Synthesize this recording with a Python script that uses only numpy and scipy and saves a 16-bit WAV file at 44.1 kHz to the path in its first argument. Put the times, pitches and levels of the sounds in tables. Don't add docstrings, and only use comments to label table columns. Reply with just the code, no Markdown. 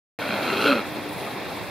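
import sys
import numpy as np
from scipy import signal
from scipy.io import wavfile
from scipy.ndimage import uniform_filter1d

SR = 44100
rng = np.random.default_rng(int(sys.argv[2]) if len(sys.argv) > 2 else 0)


def unload_audio(sound):
    columns = np.transpose(np.atleast_2d(sound))
    steps = np.round(np.clip(columns, -1, 1) * 32767)
    wavfile.write(sys.argv[1], SR, steps.astype(np.int16))


def convert_level_to_amplitude(level_db):
    exponent = np.asarray(level_db, float) / 20
    return 10 ** exponent


N = 74970

# time_s, effort_db, flap_rate_hz, breath_share (0-1), unevenness (0-1)
CALL = [(.18, -35, 65.2, 1, 0.3), (.32, -27, 59.7, 0.55, .1), (.39, -30, 79.6, 0.99, 0.42),
        (.5, -28, 90.4, 0.75, 0.2), (.645, -22.5, 105, 1, 0.2), (.675, -16.5, 152, 1, .15),
        (.703, -21, 132, 0.64, 0), (.73, -18.5, 128, 0.44, 0.03), (.738, -25, 118, 0.66, 0.05),
        (.775, -27.5, 103, 0.68, 0.02), (.83, -30.5, 95, 0.1, 0.03)]
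# time_s, first_hz, nasal_hz, second_hz, third_hz
MOUTH = [(.18, 630, 780, 1500, 2450), (.32, 590, 790, 1450, 2450), (.42, 600, 880, 1400, 2470),
         (.47, 520, 760, 1340, 2550), (.5, 400, 760, 1330, 2650), (.63, 410, 820, 1350, 2660),
         (.665, 480, 830, 1390, 2620), (.72, 520, 830, 1345, 2550), (.83, 500, 800, 1290, 2440)]
# width_hz, level_db
MOUTH_RINGS = [(102, -4), (90, -13), (153, -3.5), (295, -8.5)]
# centre_hz, width_hz, level_db
THROAT = [(285.5, 57, -4), (2130, 117, -16.5), (3153, 276, -11), (4096, 270, -13.5), (4370, 1200, -34.5),
          (5300, 68, -30.5)]
# time_s, level_db
JAW_OPENING = [(.18, -4.5), (.32, 4), (.39, -7.5), (.46, 2.5), (.55, 2), (.63, 3), (.7, 5.5), (.77, 1),
               (.83, 1)]
# time_s, peak_db
SLAPS = [(0.216, -18.5), (0.2227, -17), (0.2524, -22), (0.2776, -36), (0.29, -31), (0.3037, -17),
         (0.3204, -22), (0.336, -18), (0.3664, -31), (0.427, -26), (0.4655, -16), (0.477, -13.5),
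         (0.4868, -17), (0.501, -13), (0.5265, -13), (0.535, -18), (0.5697, -12.5), (0.5947, -22),
         (0.604, -27), (0.6132, -19), (0.6231, -11), (0.6398, -5.5), (0.6563, -12), (0.673, -16),
         (0.6824, -12), (0.6959, -8)]
# time_s, pitch_hz, level_db
CHEST_TONE = [(.65, 292, -36), (.675, 288, -29), (.7, 284, -22), (.724, 266, -22), (.744, 240, -31),
              (.765, 228, -28), (.78, 220, -31), (.8, 212, -34), (.815, 205, -45)]
# time_s, pitch_hz, level_db
FLUTTERS = [
    [(.497, 400, -31), (.515, 400, -27), (.575, 395, -31), (.6, 400, -29), (.635, 415, -27),
     (.66, 440, -23), (.68, 455, -23), (.7, 450, -30)],
    [(.65, 520, -29), (.67, 525, -27), (.69, 570, -24), (.71, 548, -25), (.73, 595, -25), (.75, 595, -27),
     (.775, 560, -26), (.79, 555, -35)],
]
# time_s, hiss_db, narrow_gap_whistle_db
HISS_LEVEL = [(.18, -51, -60), (.3, -52.5, -59), (.4, -50.5, -54), (.45, -45.5, -50), (.5, -47, -56),
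              (.56, -46.5, -55), (.61, -41.5, -54), (.68, -41.5, -59), (.74, -49, -60), (.8, -58, -66)]
# frequency_hz, density_db (per Hz)
HISS = [(5500, 10.5), (7500, 2), (9500, 5.5), (11500, 8.5), (14000, -13), (16000, -18)]
# frequency_hz, density_db (per Hz)
GAP_HISS = [(11500, -8), (13200, 0), (14300, 0), (16000, -8)]
# time_s, wash_db, fizz_db
SWELL = [(.18, 0, 4.5), (.5, 4, 4), (.8, 1, 3), (.9, -1, 5), (.94, -2, 4), (.97, 2, 4), (1.01, -1, 4.5),
         (1.05, 0, 4.5), (1.12, -1.5, 5), (1.23, 0, 6.5), (1.3, -0.5, 7), (1.37, 0, 3.5), (1.42, 1, 2.5),
         (1.49, -0.5, 5.5), (1.6, 0, 3.5), (1.7, -1.5, 3.5)]
# frequency_hz, density_db (per Hz)
WASH = [(40, -47), (110, -5.5), (320, 0.5), (900, -2), (1300, -8.5), (2400, -6.5), (4000, -13),
        (6500, -33.5)]
# frequency_hz, density_db (per Hz)
FIZZ = [(2800, 11), (4500, 4.5), (6000, -2.5), (8000, -1), (9700, 0), (12000, 3), (14300, -1.5),
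        (16000, -14)]
# time_s, pitch_hz, rise_hz_per_s, length_s, level_db
POPS = [
    (1.092, 9400, 50000, .003, -42),
    (1.278, 1230, 3000, .006, -34),
    (1.115, 900, -1500, .008, -37),
    (1.165, 180, 200, .014, -36),
]
# time_s, pitch_hz, level_db
FAR_MOAN = [(.83, 285, -44), (.9, 305, -38), (1.0, 295, -41), (1.1, 300, -39), (1.14, 290, -47)]
# frequency_hz, likeness (-1 to 1)
LIKENESS = [(40, -.1), (80, 0.97), (200, 1), (500, 0.79), (1500, 0.78), (3500, 0.82), (6000, -0.29),
            (10000, 0.29)]
# frequency_hz, lean_db
LEAN = [(60, 1), (150, 0.5), (500, 0.3), (1000, -0.1), (4000, 0), (12000, -1)]

FLAP_SPREAD_DB, FLAP_SOFT_HZ, PUFF_S, STEADY_BREATH = 2.5, 2460, 0.0068, 0.7
RING_SPREAD_DB, EVEN_S, LAST_STRONG_FLAP_S = 3, 0.012, 0.7281
SLAP_DB, SLAP_LAG_S, SLAP_PUFF_S, SLAP_BREATH, SLAP_OPEN_DB = 0.5, 0.001, 0.0033, 0.6, 3.5
TONE_WOBBLE, FLUTTER_WOBBLE, OVERTONE_DB, THROB_DB = 0.012, 0.007, -9, 3.5
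SUNG_FLICKER_DB, SUNG_EDGE_S = 1.3, 0.012
ECHO_S, ECHO_DB = 0.00272, -19
WASH_DB, FIZZ_DB, GURGLES_PER_S, GURGLE_DB = -32, -50.5, 68, -42
FOAM_S, FOAM_RISE_S, FOAM_FADE_S = 1.09, 0.03, 0.2
FOAM_HZ, FOAM_WIDTH_HZ, FOAM_DB = 9900, 1300, -47.5
WIND_DB, WIND_HZ = -48.5, 90
NOTCH_HZ, NOTCH_WIDTH_HZ, CUTOFF_HZ, START_S = 3010, 460, 15820, 0.1883


def sea_lion():
    effort_db, rate, breath, uneven = in_time(CALL)
    cycles = np.cumsum(rate * np.exp(uneven * drift(60))) / SR
    cycles = cycles - cycles[int(LAST_STRONG_FLAP_S * SR)]
    growl = through_mouth(folds(cycles, breath) * convert_level_to_amplitude(RING_SPREAD_DB * drift(35.4)), 2.85, 1)
    growl = growl / np.sqrt(uniform_filter1d(growl ** 2, int(EVEN_S * SR)) + 1e-12)
    slapped = through_mouth(slaps(), 3, 1.72, SLAP_OPEN_DB)
    fade = np.clip((CALL[-1][0] - np.arange(N) / SR) / 0.032, 0, 1)
    throb = convert_level_to_amplitude(THROB_DB * (np.cos(2 * np.pi * cycles) - 1.0))
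    near = convert_level_to_amplitude(effort_db) * growl * fade + convert_level_to_amplitude(23) * slapped
    near = near + sung(CHEST_TONE, TONE_WOBBLE, convert_level_to_amplitude(OVERTONE_DB))
    near = near + throb * sum(sung(rows, FLUTTER_WOBBLE) for rows in FLUTTERS)
    lag = int(ECHO_S * SR)
    echo = convert_level_to_amplitude(ECHO_DB) * np.concatenate([np.zeros(lag), near[:N - lag]])
    return near + echo * [[1], [-1]] + fade * teeth_hiss()


def folds(cycles, breath):
    flaps = np.diff(np.floor(cycles), prepend=np.floor(cycles[0])) * convert_level_to_amplitude(FLAP_SPREAD_DB * drift(57))
    puffs = rms_one(decay(flaps, PUFF_S)) + STEADY_BREATH
    clicks = decay(flaps, 1 / (2 * np.pi * FLAP_SOFT_HZ))
    breath = np.clip(breath, 0, 1)
    return (1 - breath) * rms_one(clicks) + breath * rms_one(puffs * rng.standard_normal(N))


def slaps():
    s, db = np.transpose(SLAPS)
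    clicks = np.zeros(N)
    clicks[((s + SLAP_LAG_S) * SR).astype(int)] = convert_level_to_amplitude(db + SLAP_DB)
    puff = decay(clicks, SLAP_PUFF_S) * rng.standard_normal(N)
    return SLAP_BREATH * puff / np.sqrt(SLAP_PUFF_S * SR / 2) - clicks + 1e-18


def through_mouth(source, first_width, second_width, extra_open_db=0):
    (open_db,) = in_time(JAW_OPENING)
    open_db = extra_open_db if extra_open_db else open_db
    rings = [(hz, width, db) for hz, (width, db) in zip(in_time(MOUTH), MOUTH_RINGS)]
    rings = sorted(rings + list(THROAT), key=lambda ring: np.mean(ring[0]))
    out = 0
    for k, (hz, width, db) in enumerate(rings):
        ring = resonance(resonance(source, hz, first_width * width), hz, second_width * width)
        out = out + (-1) ** k * convert_level_to_amplitude(db + open_db * (np.mean(hz) > 1000)) * ring
    return out


def sung(rows, wobble, octave=0):
    t, (pitch, level_db) = np.arange(N) / SR, in_time(rows)
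    edge = np.clip(np.minimum(t - rows[0][0], rows[-1][0] - t) / SUNG_EDGE_S, 0, 1)
    phase = 2 * np.pi * np.cumsum(pitch * (1 + wobble * drift(50.0))) / SR
    level = np.sqrt(2) * convert_level_to_amplitude(level_db + SUNG_FLICKER_DB * drift(58))
    return level * edge * (np.sin(phase) + octave * np.sin(2 * phase))


def teeth_hiss():
    hiss_db, gap_db = in_time(HISS_LEVEL)
    hiss = convert_level_to_amplitude(hiss_db) * banded_noise(HISS, patchy_db=0.6)
    return hiss + convert_level_to_amplitude(gap_db) * banded_noise(GAP_HISS, patchy_db=0.6)


def surf():
    wash_db, fizz_db = in_time(SWELL)
    wash = convert_level_to_amplitude(WASH_DB) * banded_noise(WASH, patchy_db=1.0) + convert_level_to_amplitude(GURGLE_DB) * rms_one(gurgles())
    return convert_level_to_amplitude(wash_db) * wash + convert_level_to_amplitude(FIZZ_DB + fizz_db) * banded_noise(FIZZ, patchy_db=1.9)


def gurgles():
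    strikes = rng.choice([-1, 1], N) * (rng.random(N) < GURGLES_PER_S / SR)
    strikes = strikes * convert_level_to_amplitude(2.1 * np.minimum(rng.exponential(1, N), 3))
    pocket = rng.integers(0, 16, N)
    out = 0
    for k, hz in enumerate(np.geomspace(200, 1300, 16)):
        struck = strikes * (pocket == k) + 1e-18
        out = out + resonance(resonance(struck, hz, hz / 2), hz, hz / 16) / hz
    return out


def foam():
    t = np.arange(N) / SR
    since = np.maximum(t - FOAM_S, 0)
    shape = (1 - np.exp(-since / FOAM_RISE_S)) * np.exp(-(since / FOAM_FADE_S) ** 2)
    grains = [rng.standard_normal(N) * convert_level_to_amplitude(1.7 * drift(70)) for _ in range(2)]
    sizzle = np.array([rms_one(resonance(x, FOAM_HZ, FOAM_WIDTH_HZ)) for x in grains])
    pops = 0
    for s, hz, rise, length, db in POPS:
        burst = np.exp(-0.5 * ((t - s) / length) ** 2)
        turns = hz * (t - s) + rise * (t - s) ** 2 / 2
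        pops = pops + convert_level_to_amplitude(db) * burst * np.sin(2 * np.pi * turns)
    return convert_level_to_amplitude(FOAM_DB) * shape * sizzle + pops


def wind():
    sos = signal.butter(2, [WIND_HZ / 1.19, WIND_HZ * 1.9], "band", fs=SR, output="sos")
    ports = []
    for side_db in (-1.5, 1.5):
        rumble = rms_one(signal.sosfilt(sos, rng.standard_normal(N)))
        ports.append(convert_level_to_amplitude(3.45 * drift(5.4) + side_db) * rumble)
    return convert_level_to_amplitude(WIND_DB) * np.array(ports)


def far_moan():
    return sung(FAR_MOAN, FLUTTER_WOBBLE)


def rms_one(x):
    return x / np.sqrt(np.mean(x ** 2) + 1e-20)


def in_time(rows):
    s, *columns = np.transpose(rows)
    return [np.interp(np.arange(N) / SR, s, c) for c in columns]


def at_hz(points, hz):
    table_hz, values = np.transpose(points)
    return np.interp(np.log(hz), np.log(table_hz), values)


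def decay(x, seconds):
    return signal.lfilter([1], [1, -np.exp(-1 / (seconds * SR))], x)


def drift(rate):
    r = np.exp(-80 * np.pi * rate / SR)
    slow = signal.lfilter([1], [1, -2 * r, r * r], rng.standard_normal(N // 40 + 2002))[2000:]
    return np.interp(np.arange(N) / 40, np.arange(len(slow)), rms_one(slow))


def resonance(x, hz, width_hz):
    hz, r = np.broadcast_to(hz, N), np.exp(-np.pi * width_hz / SR)
    out, state = np.zeros(N), np.zeros(2)
    size = N if np.ptp(hz) == 0 else 128
    top = [(1 - r * r) / 2, 0, (r * r - 1) / 2]
    for i in range(0, N, size):
        bottom = [1, -2 * r * np.cos(2 * np.pi * hz[i] / SR), r * r]
        out[i:i + size], state = signal.lfilter(top, bottom, x[i:i + size], zi=state)
    return out


def banded_noise(spectrum, patchy_db):
    out, together = 0, drift(1.8)
    lowest, highest = spectrum[0][0], spectrum[-1][0]
    edges = np.geomspace(lowest, highest, int(3 * np.log2(highest / lowest)) + 2)
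    white = rng.standard_normal((2, 2, N))
    for k, (low, high) in enumerate(zip(edges, edges[1:])):
        band = signal.butter(2, [low, high], "band", fs=SR, output="sos")
        mid, side = signal.sosfilt(band, white[k % 2])
        hz = np.sqrt(low * high)
        alike = np.clip(at_hz(LIKENESS, hz), -1, 1)
        flicker_db = patchy_db * (0.45 * together + drift(31.0))
        gain = convert_level_to_amplitude(at_hz(spectrum, hz) + flicker_db + at_hz(LEAN, hz) * np.array([[1], [-1]]))
        out = out + gain * (np.sqrt(1 + alike) * mid + np.sqrt(1 - alike) * side * [[1], [-1]])
    return rms_one(out)


def scene():
    return sea_lion() + surf() + foam() + wind() + far_moan()


def top_cut(x):
    return signal.sosfilt(signal.butter(12, 16310, fs=SR, output="sos"), x)


def record(dry):
    x = signal.lfilter(*signal.iirnotch(NOTCH_HZ, NOTCH_HZ / NOTCH_WIDTH_HZ, fs=SR), dry)
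    x = signal.sosfilt(signal.cheby2(22, 55, CUTOFF_HZ + 110, fs=SR, output="sos"), x)
    mix = x * np.clip((np.arange(N) / SR - START_S) * SR, 0, 1)
    return top_cut(mix)


dry = scene()
out = record(dry)
unload_audio(out)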